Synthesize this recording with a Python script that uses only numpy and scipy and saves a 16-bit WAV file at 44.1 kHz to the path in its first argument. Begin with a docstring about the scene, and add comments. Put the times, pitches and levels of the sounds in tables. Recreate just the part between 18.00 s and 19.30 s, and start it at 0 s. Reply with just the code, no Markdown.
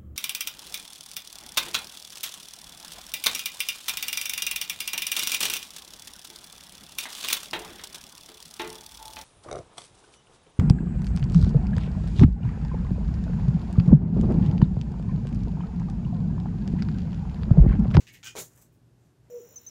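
"""A tossed object lands in a small, quiet room, over steady rumble and appliance hum.
A brief slide fades from the start; light taps and a faint rustle follow. At 0.23 s the plastic
skids in a run of hard, ringing clacks. At 0.35 s it lands: loose parts clatter brightly, a hollow
thud rings the surface, deep thumps follow. From 0.5 s things settle in soft bumps, ticks and rustles."""
import sys
import numpy as np
from scipy import signal
from scipy.fft import rfft, irfft
from scipy.io import wavfile

SR = 44100
rng = np.random.default_rng(int(sys.argv[2]) if len(sys.argv) > 2 else 0)


def wav_record(signal):
    """Record a signal, one row per channel, as 16-bit PCM in the file named by sys.argv[1]."""
    frames = np.transpose(np.atleast_2d(signal))
    bounded = np.clip(frames, -1, 1)
    # unit amplitude maps onto the largest positive 16-bit level
    quanta = np.round(bounded * 32767).astype(np.int16)
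    wavfile.write(sys.argv[1], SR, quanta)


N = 57330

# spectral shapes: freq_hz, relative_density_db
AIR_SPECTRUM = [(15, -57), (25, -31.5), (48, -11), (70, -7.5), (91, -15), (102, -3.5), (122, -4.5),
                (173, -8), (192, -15.5), (231, -10.5), (344, -13.5), (425, -18.5), (498, -21.5),
                (1290, -32), (1640, -31.5), (1920, -35.5), (7030, -40), (14000, -46), (15200, -58),
                (16000, -73)]
SLIDE_SPECTRUM = [(80, -24), (400, 2.5), (700, -9.5), (1050, -2.5), (1350, -7.5), (1800, -1.5),
                  (3800, -3.5), (5000, -5), (6800, -1), (8500, -12), (11000, -16.5), (15000, -14)]
TAP_SPECTRUM = [(300, -37.5), (1450, -15.5), (1800, -0.5), (2150, -4.5), (2800, 2), (3400, -6.5),
                (5200, -11), (6900, -9.5), (8800, -21.5), (15000, -25)]
RUSTLE_SPECTRUM = [(300, -10), (2000, -16), (4200, -19), (6000, -7), (7200, -2), (10000, -10), (14000, -7),
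                   (16000, -12.5)]
CLACK_SPECTRUM = [(200, -20), (600, -24), (850, -14.5), (1100, -18.5), (1300, -6.5), (1550, -2),
                  (1750, -5.5), (2100, -4), (2950, 1), (3800, -6.5), (5200, -5), (6900, -2), (8500, -15),
                  (11000, -23.5), (15000, -20)]
CLATTER_SPECTRUM = [(200, -26), (1000, -15.5), (1600, -9.5), (3300, -5), (4800, -5.5), (6000, -1),
                    (6900, 3), (8200, -4.5), (10500, -7.5), (15500, -7.5)]
THUD_SPECTRUM = [(60, -29), (200, -20), (310, -7), (520, -2.5), (650, -5.5), (790, -10), (950, -9.5),
                 (1150, -17), (1400, -20), (2500, -32), (6000, -73), (15000, -69)]
THUMP_SPECTRUM = [(40, -31), (85, -6.5), (140, -0.5), (205, -1), (290, -18.5), (600, -13), (2000, -46),
                  (15000, -80)]
BUMP_SPECTRUM = [(100, -7), (450, 4.5), (800, 1.5), (1800, -2), (3000, -8), (12000, -47)]
# appliance hum: pitch_hz, rms_db
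HUM_LINES = [(59.5, -75), (119.8, -65), (163, -74)]
# impacts: start_s, energy_db
TAP_HITS = [(.0698, -20.5), (0.0753, -33), (.087, -29.5), (.1392, -23), (.1475, -32)]
THUD_HITS = [(0.3529, -12.5), (0.3778, -14.5), (.3888, -26.5)]
THUMP_HITS = [(.388, -25.5), (.411, -26), (.429, -27.5)]
BUMP_HITS = [(.505, -39), (0.534, -41), (0.569, -36.5), (.577, -40.5), (.61, -39.5)]
TICK_HITS = [(.577, -33), (.627, -38), (0.74, -47.5)]
# rustles: start_s, length_s, gain_db, tilt_db_per_octave
RUSTLE_STROKES = [(0.12, .04, -58, 5), (0.187, .05, -76, -2), (0.333, 0.049, -66, -6),
                  (.485, 0.099, -70.5, -2.5), (0.544, 0.058, -63.5, 1.5), (0.602, 0.042, -61, 1),
                  (0.715, .035, -75.5, 5.5), (0.957, 0.17, -76.5, -6.5), (1.216, 0.11, -75, -11)]
# chattering impacts: start_s, energy_db, tilt_db_per_octave
CLACK_HITS = [(0.2299, -22, -1), (0.2354, -19, -3), (0.2436, -17.5, 6.5), (0.2534, -16, 6.5),
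              (0.2619, -14.5, -0.7), (0.2709, -12, 1), (0.2777, -19, 1), (0.2855, -34, -0.5)]
CLATTER_HITS = [(.3528, -20.5, -2.5), (0.358, -15, -5), (.366, -10, -4.5), (.372, -16, -3.5),
                (.383, -11, 0), (0.3872, -7.5, 5), (0.4007, -11.5, 7), (0.4076, -22, 3.5)]
# resonances: pitch_hz, gain_db, t60_s
TAP_MODES = [(1852, -44, 0.62), (2034, -43, 0.28), (2224, -30.5, 0.13), (2700, -40, 0.093)]
PLASTIC_MODES = [(1545, -35, 0.13), (2455, -38, 0.25), (3020, -32, 0.032), (3010, -32.5, .03),
                 (6686, -27, 0.029)]
SURFACE_MODES = [(235, -40.5, 0.19), (387.2, -41.5, 0.26), (442, -39, .17), (522, -32.5, 0.11),
                 (805, -47, .18), (938, -42.5, 0.18)]
# first reflections: delay_s, gain
REFLECTIONS = [(.0063, 0.58), (.0095, 0.38), (0.0115, 0.38), (0.012, 0.34), (0.016, 0.29)]
# room decay: freq_hz, t60_s
ROOM_DECAY = [(100, 0.39), (500, 0.23), (1500, 0.21), (3000, 0.16), (7000, 0.21), (15000, 0.18)]


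def amp(db):
    """Decibels to gain."""
    return 10 ** (np.asarray(db) / 20)


def unit(x):
    """Scale to energy 1."""
    return x / np.sqrt(np.sum(x ** 2) + 1e-20)


def lookup(table, hz):
    """Interpolate on a log-frequency axis."""
    freq_hz, value = np.transpose(table)
    return np.interp(np.log(hz + 1), np.log(freq_hz + 1), value)


def add(mix, start_s, sound):
    """Mix in at start_s."""
    part = mix[max(0, round(start_s * SR)):][:len(sound)]
    part += sound[:len(part)]


def noise(spectrum):
    """Coloured noise, rms 1."""
    bins = rfft(rng.standard_normal(N)) * amp(lookup(spectrum, np.fft.rfftfreq(N, 1 / SR)))
    return unit(irfft(bins, N)) * np.sqrt(N)


def click(spectrum, tilt_db_per_octave=0, size=2048):
    """Minimum-phase impulse, tilted above 500 Hz; energy 1."""
    hz = abs(np.fft.fftfreq(size, 1 / SR))
    log_gain = np.log(amp(lookup(spectrum, hz) + tilt_db_per_octave * np.log2(np.maximum(hz, 500))))
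    bins = np.exp(np.conj(signal.hilbert(log_gain)))
    return unit(np.fft.ifft(bins).real[:size // 2])


def ring(modes):
    """Decaying sines of a struck body."""
    t = np.arange(SR // 2) / SR
    return sum(amp(db) * 1000 ** (-t / t60_s) * np.sin(2 * np.pi * hz * t) for hz, db, t60_s in modes)


def room(sound, direct_db, echo_db, build_s=0.007):
    """Diffuse tail plus direct path and reflections, gains relative to the tail; energy 1."""
    t = np.arange(SR * 3 // 4) / SR
    scatter = rng.standard_normal(len(t)) * (rng.random(len(t)) < 0.15)
    hz, frame_s, bins = signal.stft(scatter, SR, nperseg=256)
    decay = 1000 ** (-frame_s / lookup(ROOM_DECAY, hz)[:, None])
    tail = signal.istft(bins * decay, SR, nperseg=256)[1][:len(t)]
    out = unit(signal.fftconvolve(tail * (1 - np.exp(-t / build_s)), sound))
    add(out, 0, amp(direct_db) * unit(sound))
    for delay_s, gain in REFLECTIONS:
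        add(out, delay_s, amp(echo_db) * gain * unit(sound))
    return unit(out)


def background(air_rms_db=-62.5):
    """Appliance hum, room rumble, faint hiss."""
    t = np.arange(N) / SR
    hum = sum(amp(db) * np.sqrt(2) * np.sin(2 * np.pi * (hz * t + rng.random())) for hz, db in HUM_LINES)
    return hum + amp(air_rms_db) * noise(AIR_SPECTRUM)


def slide(start_db=-55, t60_s=0.35):
    """Dry sliding noise, fading from the start."""
    return amp(start_db) * noise(SLIDE_SPECTRUM) * 1000 ** (-np.arange(N) / SR / t60_s)


def taps():
    """Light, hard contacts, each with a faint ring."""
    out = np.zeros(N)
    for start_s, energy_db in TAP_HITS:
        hit = ring(TAP_MODES)
        add(hit, 0, click(TAP_SPECTRUM))
        add(out, start_s, amp(energy_db) * room(hit, direct_db=-9.5, echo_db=-6.5))
    return out


def rustle(grain_db=3, grain_samples=64):
    """Short grainy slides that swell and fade."""
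    out = np.zeros(N)
    for start_s, length_s, gain_db, tilt_db_per_octave in RUSTLE_STROKES:
        arch = np.sin(np.linspace(0, np.pi, round(length_s * SR)))
        grain = amp(grain_db * np.repeat(rng.standard_normal(N), grain_samples)[:N])
        spectrum = [(hz, db + tilt_db_per_octave * np.log2(max(hz, 2000))) for hz, db in RUSTLE_SPECTRUM]
        add(out, start_s, amp(gain_db) * arch * (noise(spectrum) * grain)[:len(arch)])
    return signal.fftconvolve(out, room(np.ones(1), direct_db=6, echo_db=-20))[:N]


def chatter(contact, decay_s=0.0042, grit_db=3):
    """A contact repeats in uneven, dying grains."""
    t = np.arange(SR // 50) / SR
    grains, sizes = rng.standard_normal((2, len(t)))
    burst = unit(grains * amp(grit_db * sizes) * np.exp(-t / decay_s))
    return signal.fftconvolve(burst, contact)


def clacks():
    """Plastic skids; each chattering contact rings it briefly."""
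    out = np.zeros(N)
    for start_s, energy_db, tilt_db_per_octave in CLACK_HITS:
        hit = ring(PLASTIC_MODES)
        add(hit, 0, chatter(click(CLACK_SPECTRUM, tilt_db_per_octave)))
        add(out, start_s, amp(energy_db) * room(hit, direct_db=1, echo_db=-4.5))
    return out


def clatter():
    """Loose parts strike and chatter in a quick, brightening cluster."""
    out = np.zeros(N)
    for start_s, energy_db, tilt_db_per_octave in CLATTER_HITS:
        hit = chatter(click(CLATTER_SPECTRUM, tilt_db_per_octave))
        add(out, start_s, amp(energy_db) * room(hit, direct_db=-7, echo_db=-14))
    return out


def blows(hits, spectrum, direct_db, echo_db):
    """Plain impacts through the room."""
    out = np.zeros(N)
    for start_s, energy_db in hits:
        add(out, start_s, amp(energy_db) * room(click(spectrum), direct_db, echo_db))
    return out


def thud(rise_s=0.021):
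    """Dull landing blows; the first rings the surface."""
    out = blows(THUD_HITS, THUD_SPECTRUM, direct_db=-2.5, echo_db=-1.5)
    surface = ring(SURFACE_MODES)
    t = np.arange(len(surface)) / SR
    swell = 1 - np.exp(-(t / rise_s) ** 2)
    add(out, THUD_HITS[0][0], surface * swell)
    return out


def thumps():
    """Deep blows as the weight settles."""
    return blows(THUMP_HITS, THUMP_SPECTRUM, direct_db=8, echo_db=-1)


def bumps():
    """Soft settling contacts."""
    return blows(BUMP_HITS, BUMP_SPECTRUM, direct_db=-7.5, echo_db=-10)


def ticks():
    """Faint, bright contacts as parts come to rest."""
    out = np.zeros(N)
    for start_s, energy_db in TICK_HITS:
        hit = chatter(click(RUSTLE_SPECTRUM), decay_s=0.0017)
        add(out, start_s, amp(energy_db) * room(hit, direct_db=-4, echo_db=-16))
    return out


def scene():
    """All sources, mono."""
    lead_in = background() + slide() + taps() + rustle() + clacks()
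    landing = clatter() + thud() + thumps()
    settling = bumps() + ticks()
    return (lead_in + landing + settling)[None]


def record(dry, cutoff_hz=15780):
    """Steep low-pass."""
    lowpass = signal.firwin(511, cutoff_hz, window=("kaiser", 9), fs=SR)
    return signal.oaconvolve(dry, lowpass[None], "same")


dry = scene()
out = record(dry)
wav_record(out)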